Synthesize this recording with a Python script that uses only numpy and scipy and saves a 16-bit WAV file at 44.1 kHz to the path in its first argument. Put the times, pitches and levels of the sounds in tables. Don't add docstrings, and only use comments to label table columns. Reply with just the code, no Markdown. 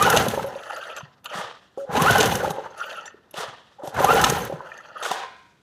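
import sys
import numpy as np
from scipy import signal
from scipy.fft import rfft, irfft, next_fast_len
from scipy.io import wavfile

SR = 44100
rng = np.random.default_rng(int(sys.argv[2]) if len(sys.argv) > 2 else 0)


def digitize_waveform(pressure):
    field = np.atleast_2d(pressure).T
    bounded = np.clip(field, -1, 1)
    quanta = np.round(bounded * 32767).astype(np.int16)
    wavfile.write(sys.argv[1], SR, quanta)


def gain_from_db(level_db):
    decades = np.asarray(level_db, float) / 20
    return 10 ** decades


N = 248139

# f/Hz, level/dB
AIR_SPECTRUM = [(29, -53), (50, -33), (177, -35.5), (285, -27.5), (449, -9.5), (1110, -9), (1220, -9.5),
                (2280, -14), (2960, -12), (5770, -22), (15000, -50.5)]
# t/s, peak level/dB, rebound delay/s, rebound level/dB
ROPE_JOLTS = [
    (0.163, -10, 0.0086, -4),
    (2.202, -8, 0.0058, -7),
    (4.239, -7, 0.0051, -8),
]
# t/s, clack level/dB, chuff level/dB, chuff f/Hz
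CRANK_TURNS = [(0.024, -12, -30.5, 114), (0.1002, -5.5, -20, 133), (0.179, -25, -28, 125),
               (0.2829, -13, -18, 222), (2.02, -10.5, -13, 161), (2.108, -8, -14.5, 134),
               (2.1807, -10, -31.5, 129), (2.2567, -12, -29.5, 141), (2.353, -14.5, -20, 135),
               (2.5048, -20, -22, 164), (4.044, -13.5, -20.5, 144), (4.134, -19, -23, 122),
               (4.213, -11, -19, 122), (4.298, -10.5, -19, 151), (4.403, -45, -24, 171),
               (4.539, -55.5, -23, 154)]


def rms_one(x):
    return x / np.sqrt(np.mean(x ** 2) + 1e-20)


def in_time(tables, fade_s):
    t, gate = np.arange(N) / SR, np.zeros(N)
    for rows in tables:
        start = rows[0][0] if rows[0][0] > 0 else -1
        inside = np.minimum(t - start, rows[-1][0] - t)
        gate = np.maximum(gate, np.clip(inside / fade_s + .5, 0, 1))
    s, *columns = np.transpose([row for rows in tables for row in rows])
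    s = s + 1e-6 * np.arange(len(s))
    return gate, [np.interp(t, s, c) for c in columns]


def drift(rate):
    r = np.exp(-2 * np.pi * 20 * rate / SR)
    slow = signal.lfilter([1], [1, -2 * r, r * r], rng.standard_normal(N // 20 + 2002))[2000:]
    return np.interp(np.arange(N) / 20, np.arange(len(slow)), rms_one(slow))


def resonance(x, hz, width_hz):
    r = np.exp(-np.pi * width_hz / SR)
    zeros = np.array([1, 0, -1]) * (1 - r * r) / 2
    return signal.lfilter(zeros, [1, -2 * r * np.cos(2 * np.pi * hz / SR), r * r], x + 1e-18)


def colour(x, spectrum):
    size = next_fast_len(N)
    hz = np.arange(1, size // 2 + 2) * SR / size
    points = np.array(spectrum)
    gain_db = np.interp(np.log(hz), np.log(points[:, 0]), points[:, 1])
    return irfft(rfft(x, size) * gain_from_db(gain_db), size)[:N]


def contacts(per_s, spread_db, smooth):
    sizes = gain_from_db(spread_db * np.minimum(rng.exponential(1, N), 5)) * rng.choice([-1, 1], N)
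    return rms_one(sizes * (rng.random(N) < per_s / SR)) + smooth * rng.standard_normal(N)


def follow(law, control_db, load):
    slow = np.minimum(control_db, 0)
    return [db + per_db * control_db - bend * slow ** 2 + load_db * load
            for db, per_db, bend, load_db in law]


def played(x, gate, levels, edges_hz, patchy_db, flicker, shared, closing, top_db):
    last = levels[-1]
    levels = levels + [last + top_db + closing * (last - last.max())]
    out, together, size = 0, drift(flicker), next_fast_len(N)
    hz, whole = np.arange(1, size // 2 + 2) * SR / size, rfft(x, size)
    above = [1 / (1 + (edge / hz) ** 7) for edge in edges_hz]
    for low, high, level_db in zip(above, above[1:], levels):
        part = irfft(whole * (low - high), size)[:N]
        patches = gain_from_db(patchy_db * (shared * together + drift(flicker)))
        out = out + gain_from_db(level_db) * rms_one(part * patches)
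    return np.sqrt(gate) * out


def body(x, modes, loose_db, flicker):
    out = x
    for hz, width, db in modes:
        mode = resonance(resonance(x, hz, width), hz, width)
        out = out + gain_from_db(db + loose_db * drift(flicker)) * mode
    return out


def struck(s, db, hz, t60, rise_s):
    t = np.arange(int(min(t60, .4) * SR)) / SR
    return int(s * SR), gain_from_db(db - 60 * t / t60) * (1 - np.exp(-t / rise_s)) * np.sin(2 * np.pi * hz * t)


def add(out, at, x):
    out[at:at + len(x)] += x[:N - at]


def background():
    # f/Hz, level/dB
    yard_spectrum = [(29, -46), (50, -5), (214, -0.5), (279, -5), (1220, -18.5), (1520, -15.5),
                     (1670, -16.5), (2330, -29), (15000, -39)]
    return gain_from_db(-62.5) * rms_one(colour(rng.standard_normal(N), yard_spectrum))


def yard(x):
    t60_s, wall_cut_hz = 0.64, 1460
    size = next_fast_len(N + SR)
    w = 2 * np.pi * np.arange(size // 2 + 1) / size
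    dull = 1 / (1 + 1j * w * SR / (2 * np.pi * wall_cut_hz * 2.1))
    loops = 0
    for k, lag in enumerate(rng.uniform(.02, .06, 10) * SR):
        back = gain_from_db(-60 * lag / SR / t60_s) * dull * np.exp(-1j * w * int(lag))
        loops = loops + (-1) ** k * back / (1 - back)
    return irfft(rfft(x, size) * loops, size)[:N]


def hull():
    # f/Hz, level/dB, decay time T60/s
    panels = [(534, -39, .36), (828, -27.5, 0.25), (991, -27, 0.66), (1520, -34, .7), (1920, -43.5, 0.86),
              (2316, -36, 0.84), (2720, -47.5, 0.82), (3480, -40.5, 0.6), (3890, -42, 0.69),
              (4640, -42.5, 0.67), (5460, -47, 0.67)]
    drop_s, bounce_s = 5.114, .125
    t = np.arange(N) / SR - drop_s
    skitter = contacts(per_s=900, spread_db=2.5, smooth=.3) * (t > 0) * (t < bounce_s)
    out = 0
    for hz, db, t60 in panels:
        width_hz = np.log(1000) / np.pi / t60
        for near in 1 + .055 * rng.standard_normal(12):
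            out = out + gain_from_db(db + 15.0) * resonance(skitter, hz * near, width_hz)
    return resonance(resonance(out, 1180, 3300), 1200, 3200)


def squeak():
    # t/s, length/s, level/dB, swell/dB
    squeaks = [
        (.443, 0.044, -31.5, 3),
        (0.557, 0.04, -25.5, -29),
        (1.778, 0.074, -30.5, 0),
        (3.795, 0.0173, -38.5, 0),
        (3.833, 0.024, -32, -3),
    ]
    passages = [[(s, db), (s + length, db + swell_db)] for s, length, db, swell_db in squeaks]
    gate, (level_db,) = in_time(passages, fade_s=0.0032)
    hz = 553 * (1 + 0.006 * drift(42))
    return np.sqrt(2) * gate * gain_from_db(level_db) * np.sin(2 * np.pi * np.cumsum(hz) / SR)


def jingles():
    # t/s, peak level/dB, f/Hz
    flicks = [(.462, -37, 11300), (.468, -42, 13200), (.47, -44, 10600), (.484, -40, 5470),
              (.485, -45, 6700), (.55, -39, 4700), (.556, -54, 8300), (.56, -48, 10900), (.634, -46, 5770),
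              (.70, -47, 7200), (.744, -34, 4720), (.745, -41, 10900), (.766, -44, 14000),
              (.77, -43, 12500), (.838, -36, 3230), (.838, -40, 3800), (.869, -42, 6000), (.87, -50, 8500),
              (.88, -50, 11000), (.963, -40, 11400), (.963, -34, 7460), (0.981, -32, 6200),
              (1.243, -35, 2870), (1.243, -41, 6070), (1.257, -29, 3140), (1.257, -40, 7000),
              (1.296, -34, 3100), (1.298, -46, 5300), (1.778, -50, 6800), (1.785, -53, 11400),
              (1.79, -50, 3000), (1.81, -50, 6600), (2.704, -47, 6300), (2.775, -38, 10800),
              (2.78, -45, 6200), (2.803, -37, 5840), (2.805, -55, 13800), (2.82, -41, 10750),
              (2.855, -44, 14700), (2.855, -45, 12600), (2.86, -41, 4700), (2.928, -39, 3700),
              (2.94, -49, 12800), (2.965, -42, 10870), (3.055, -30, 7160), (3.058, -30, 5910),
              (3.072, -38, 6200), (3.838, -39, 3000), (3.852, -39, 11600), (3.862, -44, 5540),
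              (4.775, -41, 6300), (4.975, -45, 10850), (5.0, -40, 10900), (1.243, -38, 11200),
              (1.275, -52, 11100), (1.8, -57, 13500), (2.487, -39, 11300), (2.524, -42, 9200),
              (4.418, -27, 6300), (4.49, -44, 10800)]
    t60_s, width_share = .085, .042
    t = np.arange(int(.09 * SR)) / SR
    out, chatter = np.zeros(N), rng.normal(0, 1, (len(flicks), len(t)))
    shape = gain_from_db(-9 - 60 * t / t60_s) * np.minimum(t / 0.0019, 1)
    for (s, db, hz), noise in zip(flicks, chatter):
        width_hz = width_share * hz
        ring = resonance(resonance(noise, hz, width_hz), hz, width_hz)
        add(out, int(s * SR), gain_from_db(db) * shape * rms_one(ring))
    return out


def sigh():
    # t/s, rise/s, hold/s, body level/dB, brightness/dB
    hisses = [
        (1.322, 0.017, 0.078, -30.5, 0.5),
        (3.335, 0.043, 0.065, -31, 1),
        (1.772, .004, .075, -66, 20),
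        (3.818, 0.034, .045, -52.5, 15.5),
        (5.021, 0.006, 0.091, -30, 4),
        (5.106, .003, 0.039, -38, 9),
    ]
    # f/Hz, width/Hz, level/dB
    ports = [(1230, 240, -6), (1800, 300, -3.5), (3340, 1300, -4)]
    # level re body/dB, share of brightness, fall/(dB/s), tail level re start/dB,
    # share of the hold
    band_law = [(0.1, .0, 124, -25, 0.9), (-11, 0.4, 95.5, -19, 0.84), (-15, 0.74, 150.5, -22, 0.73),
                (-22, .99, 217.5, -26, 0.61)]
    air = colour(contacts(per_s=5000, spread_db=1.8, smooth=0.9), AIR_SPECTRUM)
    air = body(air, ports, loose_db=1.5, flicker=15)
    t, gate, power = np.arange(N) / SR, np.zeros(N), np.full((len(band_law), N), 1e-12)
    for s, rise, hold, db, bright_db in hisses:
        gate = np.maximum(gate, np.clip((t - s) / 0.0089 + .5, 0, 1) * (t < s + 1))
        opening_db = -20 * np.clip(1 - (t - s) / rise, 0, 9)
        for k, (re_db, share, fall, tail_db, held) in enumerate(band_law):
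            after = np.maximum(t - s - rise - held * hold, 0)
            fading = gain_from_db(-2 * fall * after) + gain_from_db(2 * (tail_db - 33 * after))
            power[k] += gain_from_db(2 * (db + re_db + share * bright_db + opening_db)) * fading
    return played(air, gate, list(10 * np.log10(power)), [100, 2200, 5000, 9000, 12500, 16000],
                  patchy_db=1.5, flicker=28, shared=0.94, closing=0.49, top_db=-3.0)


def rewind():
    # t/s, level/dB
    drag = [
        [(0.48, -48.5), (0.64, -40.5), (0.75, -35), (0.86, -37.5), (0.94, -41.5), (1.0, -35.5), (1.03, -48),
         (1.1, -55.5), (1.22, -71)],
        [(1.242, -50.5), (1.26, -41), (1.288, -50), (1.3, -38.5), (1.335, -36.5)],
        [(1.772, -54), (1.79, -53), (1.83, -53), (1.87, -58)],
        [(2.58, -56), (2.75, -50), (2.79, -38.5), (2.92, -36.5), (3.04, -44.5), (3.07, -40.5), (3.1, -50),
         (3.2, -63), (3.33, -63.5)],
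        [(4.58, -60), (4.66, -45), (4.7, -44.5), (4.8, -46), (4.86, -44.5), (4.93, -49), (4.98, -43.5),
         (5.02, -36)],
    ]
    # f/Hz, level/dB
    reel_spectrum = [(250, -20.5), (500, -15), (1400, -16), (2100, -14), (2900, -22), (5000, -25.5),
                     (7500, -37.5), (9500, -48.5), (15000, -49)]
    # f/Hz, width/Hz, level/dB
    reel_modes = [(579, 260, 3.5), (826, 270, -2.5), (1330, 395, 6), (1740, 440, 0), (2880, 1000, 7),
                  (4400, 960, -2), (6250, 1500, -1), (10860, 300, 11)]
    # level at full drag/dB, slope/(dB/dB), extra fall/(dB/dB^2), gain when wound/dB
    drag_law = [(-38, 0.95, .0, 0), (-45.5, 1, .0, -1.5), (-67, 1, 0.07, 12)]
    rub = contacts(per_s=2000, spread_db=2.2, smooth=.9)
    rub = body(colour(rub, reel_spectrum), reel_modes, loose_db=5.0, flicker=25)
    gate, (drum_db,) = in_time(drag, fade_s=0.018)
    _, (wound,) = in_time([[(run[0][0], 1), (run[-1][0], 0)] for run in drag], fade_s=1)
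    turning = np.clip((drum_db + 60) / 9, 0, 1)
    tail = colour(rng.standard_normal(N), AIR_SPECTRUM)
    rub = turning * rms_one(rub) + (1 - turning) * rms_one(tail)
    full_drag_db = -38
    return played(rub, gate, follow(drag_law, drum_db - full_drag_db, wound), [300, 2000, 8500, 12000, 16000],
                  patchy_db=2.0, flicker=34, shared=0.73, closing=.05, top_db=-10)


def reeds():
    # t/s, peak level/dB
    snaps = [(0.0724, -21), (0.1125, -18), (0.15, -22), (0.2417, -30.5), (0.2587, -26), (0.3036, -22.5),
             (0.3899, -36), (1.9194, -37), (1.9954, -28), (2.0344, -21.5), (2.08, -23.5), (2.1187, -17),
             (2.1914, -16.5), (2.2704, -23), (2.3153, -24), (2.3434, -26), (2.367, -25), (2.3717, -20),
             (2.4021, -39), (2.4415, -38), (4.022, -19), (4.1037, -21), (4.1432, -14), (4.1831, -20.5),
             (4.3155, -22), (4.37, -27), (4.4515, -23), (0.036, -22.5), (0.195, -22), (5.114, -24),
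             (4.2255, -19), (4.268, -23), (4.978, -49)]
    # t/s, f/Hz, level/dB
    whistles = [
        [(2.326, 10500, -46), (2.331, 14500, -40)],
        [(4.382, 9800, -46), (4.388, 12300, -41), (4.396, 13300, -41), (4.405, 11900, -45), (4.428, 11500, -54)],
    ]
    peak_s = .0007
    t = np.arange(300) / SR
    out, rough = np.zeros(N), rng.normal(0, 1, (len(snaps), len(t)))
    for (s, db), noise in zip(snaps, rough):
        add(out, int(s * SR), gain_from_db(db - 4) * noise * t / peak_s * np.exp(1 - t / peak_s))
    high_pass = signal.butter(3, 11000, "high", fs=SR, output="sos")
    bright = signal.sosfilt(high_pass, out + 1e-18)
    skirt = gain_from_db(-16) * resonance(out, 7000, 6000)
    gate, (hz, level_db) = in_time(whistles, fade_s=.003)
    phase = 2 * np.pi * np.cumsum(hz * (1 + .015 * drift(200))) / SR
    return bright + skirt + gate * gain_from_db(level_db + 4 * drift(146)) * np.sin(phase)


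def whine():
    # t/s, f/Hz, level/dB
    pulled = [
        [(0, 1200, -27.5), (.024, 1225, -14), (.045, 1300, -20.5), (.058, 1470, -20), (.09, 1450, -26.5),
         (.12, 1330, -24), (.19, 1350, -28.5)],
        [(1.945, 800, -27.5), (1.97, 950, -28.5), (2.01, 1100, -27), (2.045, 1100, -36.5), (2.065, 1250, -16),
         (2.09, 1507, -15.5), (2.115, 1450, -24.5), (2.16, 1580, -31), (2.2, 1450, -18)],
        [(3.97, 800, -39.5), (4.02, 1050, -21.5), (4.06, 1100, -36.5), (4.09, 1250, -15), (4.115, 1400, -19),
         (4.135, 1450, -34), (4.2, 1450, -24.5)],
    ]
    # t/s, f/Hz, level/dB
    first_return = [(0.65, 1255, -56), (0.722, 1351, -42), (0.734, 1466, -50), (0.762, 1314, -45),
                    (0.816, 1578, -44), (0.872, 1455, -47), (0.886, 1330, -40), (0.95, 1337, -49)]
    second_return = [(2.76, 1285, -51), (2.809, 1425, -41.5), (2.83, 1343, -44), (2.878, 1506, -43),
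                     (2.93, 1558, -45), (2.968, 1320, -49), (2.986, 1325, -36), (3.03, 1275, -53)]
    passages = sorted(pulled + [first_return, second_return], key=lambda rows: rows[0][0])
    gate, (hz, level_db) = in_time(passages, fade_s=.01)
    phase = 2 * np.pi * np.cumsum(hz * (1 + .015 * drift(70))) / SR
    awake = np.clip((hz - 1100) / 250, 0, 1)
    octave = gain_from_db(-11.0 + 3.3 * drift(73)) * awake * np.sin(2 * phase)
    return np.sqrt(2) * gate * gain_from_db(level_db) * (gain_from_db(3.5 * drift(58)) * np.sin(phase) + octave)


def crank():
    # t/s, level/dB
    speed = [
        [(0, -28.5), (0.1, -26), (0.2, -27.5), (0.3, -34.5), (0.38, -37), (0.47, -44.5), (0.6, -53)],
        [(1.87, -67), (1.9, -50.5), (1.93, -34), (1.98, -29.5), (2.22, -26), (2.3, -31), (2.48, -39),
         (2.56, -49), (2.75, -56.5)],
        [(3.79, -67.5), (3.925, -58), (3.95, -38.5), (4.0, -31), (4.12, -27), (4.25, -26), (4.44, -37),
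         (4.51, -45.5), (4.63, -56)],
    ]
    # f/Hz, level/dB
    crank_spectrum = [(29, -36), (50, -14.5), (130, -7), (307, -11.5), (759, 1), (2020, -13), (2820, -19),
                      (5000, -25.5), (6200, -15.5), (15000, -14)]
    # f/Hz, width/Hz, level/dB
    housing = [(451.5, 214, 2.5), (800, 180, -0.5), (1004, 140, 1), (1400, 770, -3.5), (3000, 240, -8.5),
               (6300, 290, -6.5), (9200, 300, -7.5), (11000, 500, -5.5)]
    # level at full speed/dB, slope/(dB/dB),
    # extra fall when slow/(dB/dB^2), gain under rope load/dB
    speed_law = [(-27, 0.63, 0.02, -0.45), (-25, 0.66, .0, 4.5), (-27.5, 1.08, .0, 0.04),
                 (-38, 1.12, 0.013, -3)]
    full_speed_db, slacken_s = -27, 0.13
    rub = colour(contacts(per_s=2500, spread_db=2.0, smooth=0.83), crank_spectrum)
    rub = body(rub, housing, loose_db=5, flicker=35)
    gate, (speed_db,) = in_time(speed, fade_s=0.015)
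    loads = [[(pull[0][0], 1), (s, 1), (s + slacken_s, 0), (pull[-1][0], 0)]
             for pull, (s, *_) in zip(speed, ROPE_JOLTS)]
    _, (load,) = in_time(loads, fade_s=1)
    return played(rub, gate, follow(speed_law, speed_db - full_speed_db, load),
                  [35, 330, 2000, 5000, 11000, 16000],
                  patchy_db=2.0, flicker=34.0, shared=.8, closing=.1, top_db=-0.5)


def chuffs():
    # t/s, peak level/dB, f/Hz
    thumps = [(1.03, -31, 141), (1.352, -30, 185), (1.385, -31, 180), (1.44, -43, 120), (1.892, -25.5, 171),
              (1.976, -12.5, 256), (3.381, -33, 172), (3.481, -39, 126), (3.876, -33, 147),
              (3.976, -32, 93), (5.107, -33, 190)]
    lead_s, quick_turn_s = 0.004, .089
    out, times = np.zeros(N), np.array(CRANK_TURNS)[:, 0] - lead_s
    first = [(at, db, hz) for at, (_, _, db, hz) in zip(times, CRANK_TURNS)]
    second = [((a + b) / 2, -28, 102) for a, b in zip(times, times[1:]) if b - a < quick_turn_s]
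    for s, db, hz in first + second + thumps:
        add(out, *struck(s, db + 16.0, hz, t60=2.5 / hz + .022, rise_s=0.015))
    return out


def knocks():
    # t/s, peak level/dB, f/Hz
    hard = [(0.058, -13.5, 495), (0.074, -6.5, 865), (0.134, -14, 750), (0.152, -11.5, 870),
            (0.167, -7, 630), (0.265, -14.5, 526), (1.915, -26.5, 737), (1.949, -21, 780),
            (1.969, -10.5, 853), (2.005, -16.5, 1064), (2.082, -12.5, 1440), (2.099, -7.5, 695),
            (2.156, -9.5, 800), (2.204, -7.5, 441), (2.231, -11, 763), (2.32, -12, 817),
            (3.9635, -19, 1504), (3.973, -19, 700), (3.987, -14.5, 618), (4.004, -8.5, 552),
            (4.105, -7, 743), (4.184, -10, 784), (4.238, -4.5, 1303), (4.266, -12, 765),
            (4.367, -16.5, 890)]
    # t/s, peak level/dB, f/Hz
    raps = [(0.336, -19, 540), (0.375, -15, 547), (0.394, -17.5, 865), (0.443, -20.5, 530),
            (0.7, -36, 1330), (0.793, -33, 584), (1.006, -32.5, 1004), (1.258, -27.5, 1210),
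            (1.775, -22.5, 513), (1.778, -33, 800), (1.791, -33.5, 409), (2.41, -22, 553), (2.43, -15, 537),
            (2.446, -13.5, 863), (2.477, -16.5, 543), (2.506, -19, 810), (2.583, -20, 539),
            (2.658, -23.5, 890), (3.077, -29.5, 1820), (3.143, -41.5, 415), (3.34, -30.5, 590),
            (3.822, -35, 800), (3.836, -22, 560), (3.843, -23, 540), (3.855, -29, 639), (3.875, -23, 776),
            (4.498, -19.5, 541), (4.524, -19.5, 560), (4.605, -25.5, 991), (4.717, -27, 1800),
            (4.805, -36, 1330), (5.052, -18, 1460), (5.113, -13, 752)]
    out, chance = np.zeros(N), rng.normal(0, 1, (len(hard + raps), 4))
    rises_s = [.0018] * len(hard) + [.0012] * len(raps)
    for (s, db, hz), c, rise in zip(hard + raps, chance, rises_s):
        t60 = 0.025 + 6.1 / hz
        add(out, *struck(s, db + 4.5, hz, t60, rise_s=rise))
        add(out, *struck(s, db - 5.5 + 2 * c[0], hz * (1.45 + .1 * c[1]), t60 * 1.33, rise_s=0.93 * rise))
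        add(out, *struck(s, db - 5.5 + 2 * c[2], hz * (0.767 + 0.089 * c[3]), t60 * 1.21, rise_s=0.6 * rise))
    return out


def clacks():
    # f/Hz, width/Hz, level/dB
    pawl_modes = [(2850, 485, 1.5), (3500, 430, -4), (5550, 380, -15.5), (6280, 730, -2.5),
                  (7400, 890, -14), (9400, 310, -11.5), (11300, 340, -1), (14300, 1200, -6.5)]
    # t/s, peak level/dB, brightness/octaves re 6.3 kHz
    ticks = [(.461, -41, .8), (.4847, -41, 0.39), (0.55, -33, -1.1), (.6335, -35, -.6), (.763, -30, -0.15),
             (.836, -27, -.9), (0.9643, -29, 0.062), (0.981, -30, -0.28), (1.243, -31, .7),
             (1.2573, -20, -0.93), (1.968, -13.5, -0.38), (1.974, -17, -.8), (2.1296, -21, -0.12),
             (2.153, -23, .9), (2.2287, -11.5, -0.089), (2.5, -31, .3), (2.514, -34, .8),
             (2.6597, -53, 0.1), (2.778, -40, 0.1), (2.802, -34, -0.38), (2.9282, -35, -0.64),
             (3.055, -34.5, -0.65), (3.073, -46, -.4), (3.309, -41, .9), (3.3399, -26.5, -.6),
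             (3.7953, -58, -.1), (3.834, -40, 0.33), (3.8734, -27, 0.51), (3.892, -38, 0.75),
             (3.942, -34, 1.2), (4.152, -17, -.2), (4.4492, -29, 1.2), (4.775, -39.5, -0.18),
             (5.027, -23, -0.5), (5.034, -28, 0.17), (5.0467, -20, -0.24), (5.113, -18, -0.34)]
    turns = [(s, db, .55) for s, db, *_ in CRANK_TURNS]
    jolts = []
    for s, db, lag, again_db in ROPE_JOLTS:
        jolts += [(s, db, -.1), (s + lag, again_db, -.1)]
    s, peak_db, octave = np.transpose(turns + jolts + ticks)
    chatter, out = contacts(per_s=9000, spread_db=1.0, smooth=0.62), 0
    t = np.arange(1200) / SR
    shape = np.exp(-t / 0.0042) * np.minimum(t / 0.0008, 1)
    chance = rng.normal(0, 1, (len(s), len(pawl_modes)))
    for k, (hz, width, db) in enumerate(pawl_modes):
        hits = np.zeros(N)
        away = np.log2(hz / 6300) - octave
        where_db = np.minimum(-15.5 * away, 4.5 * away)
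        hits[(s * SR).astype(int)] = gain_from_db(peak_db + db + where_db + 2.5 * chance[:, k])
        wide = resonance(signal.fftconvolve(hits, shape)[:N] * chatter, hz, 3 * width)
        out = out + gain_from_db(6) * resonance(wide, hz, width) + gain_from_db(-3.5) * resonance(wide, hz, 3.8 * width)
    return out


def scene():
    puffs = chuffs()
    blows = clacks() + knocks() + puffs + whine()
    echo = gain_from_db(-17.5) * yard(blows - 0.51 * puffs)
    rubbing = crank() + rewind() + sigh()
    small = squeak() + jingles() + reeds()
    return (blows + echo + rubbing + background() + hull() + small)[None]


def band_limit(x):
    return signal.sosfilt(signal.butter(12, 16620, fs=SR, output="sos"), x)


def record(dry):
    x = dry - 0.42 * resonance(dry, 2270, 500)
    x = 1.168 * np.tanh(x / 1.259)
    x = signal.sosfilt(signal.butter(2, 50, "high", fs=SR, output="sos"), x)
    x = signal.sosfilt(signal.cheby2(12, 50, 16000, fs=SR, output="sos"), x)
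    return band_limit(x)


dry = scene()
out = record(dry)
digitize_waveform(out)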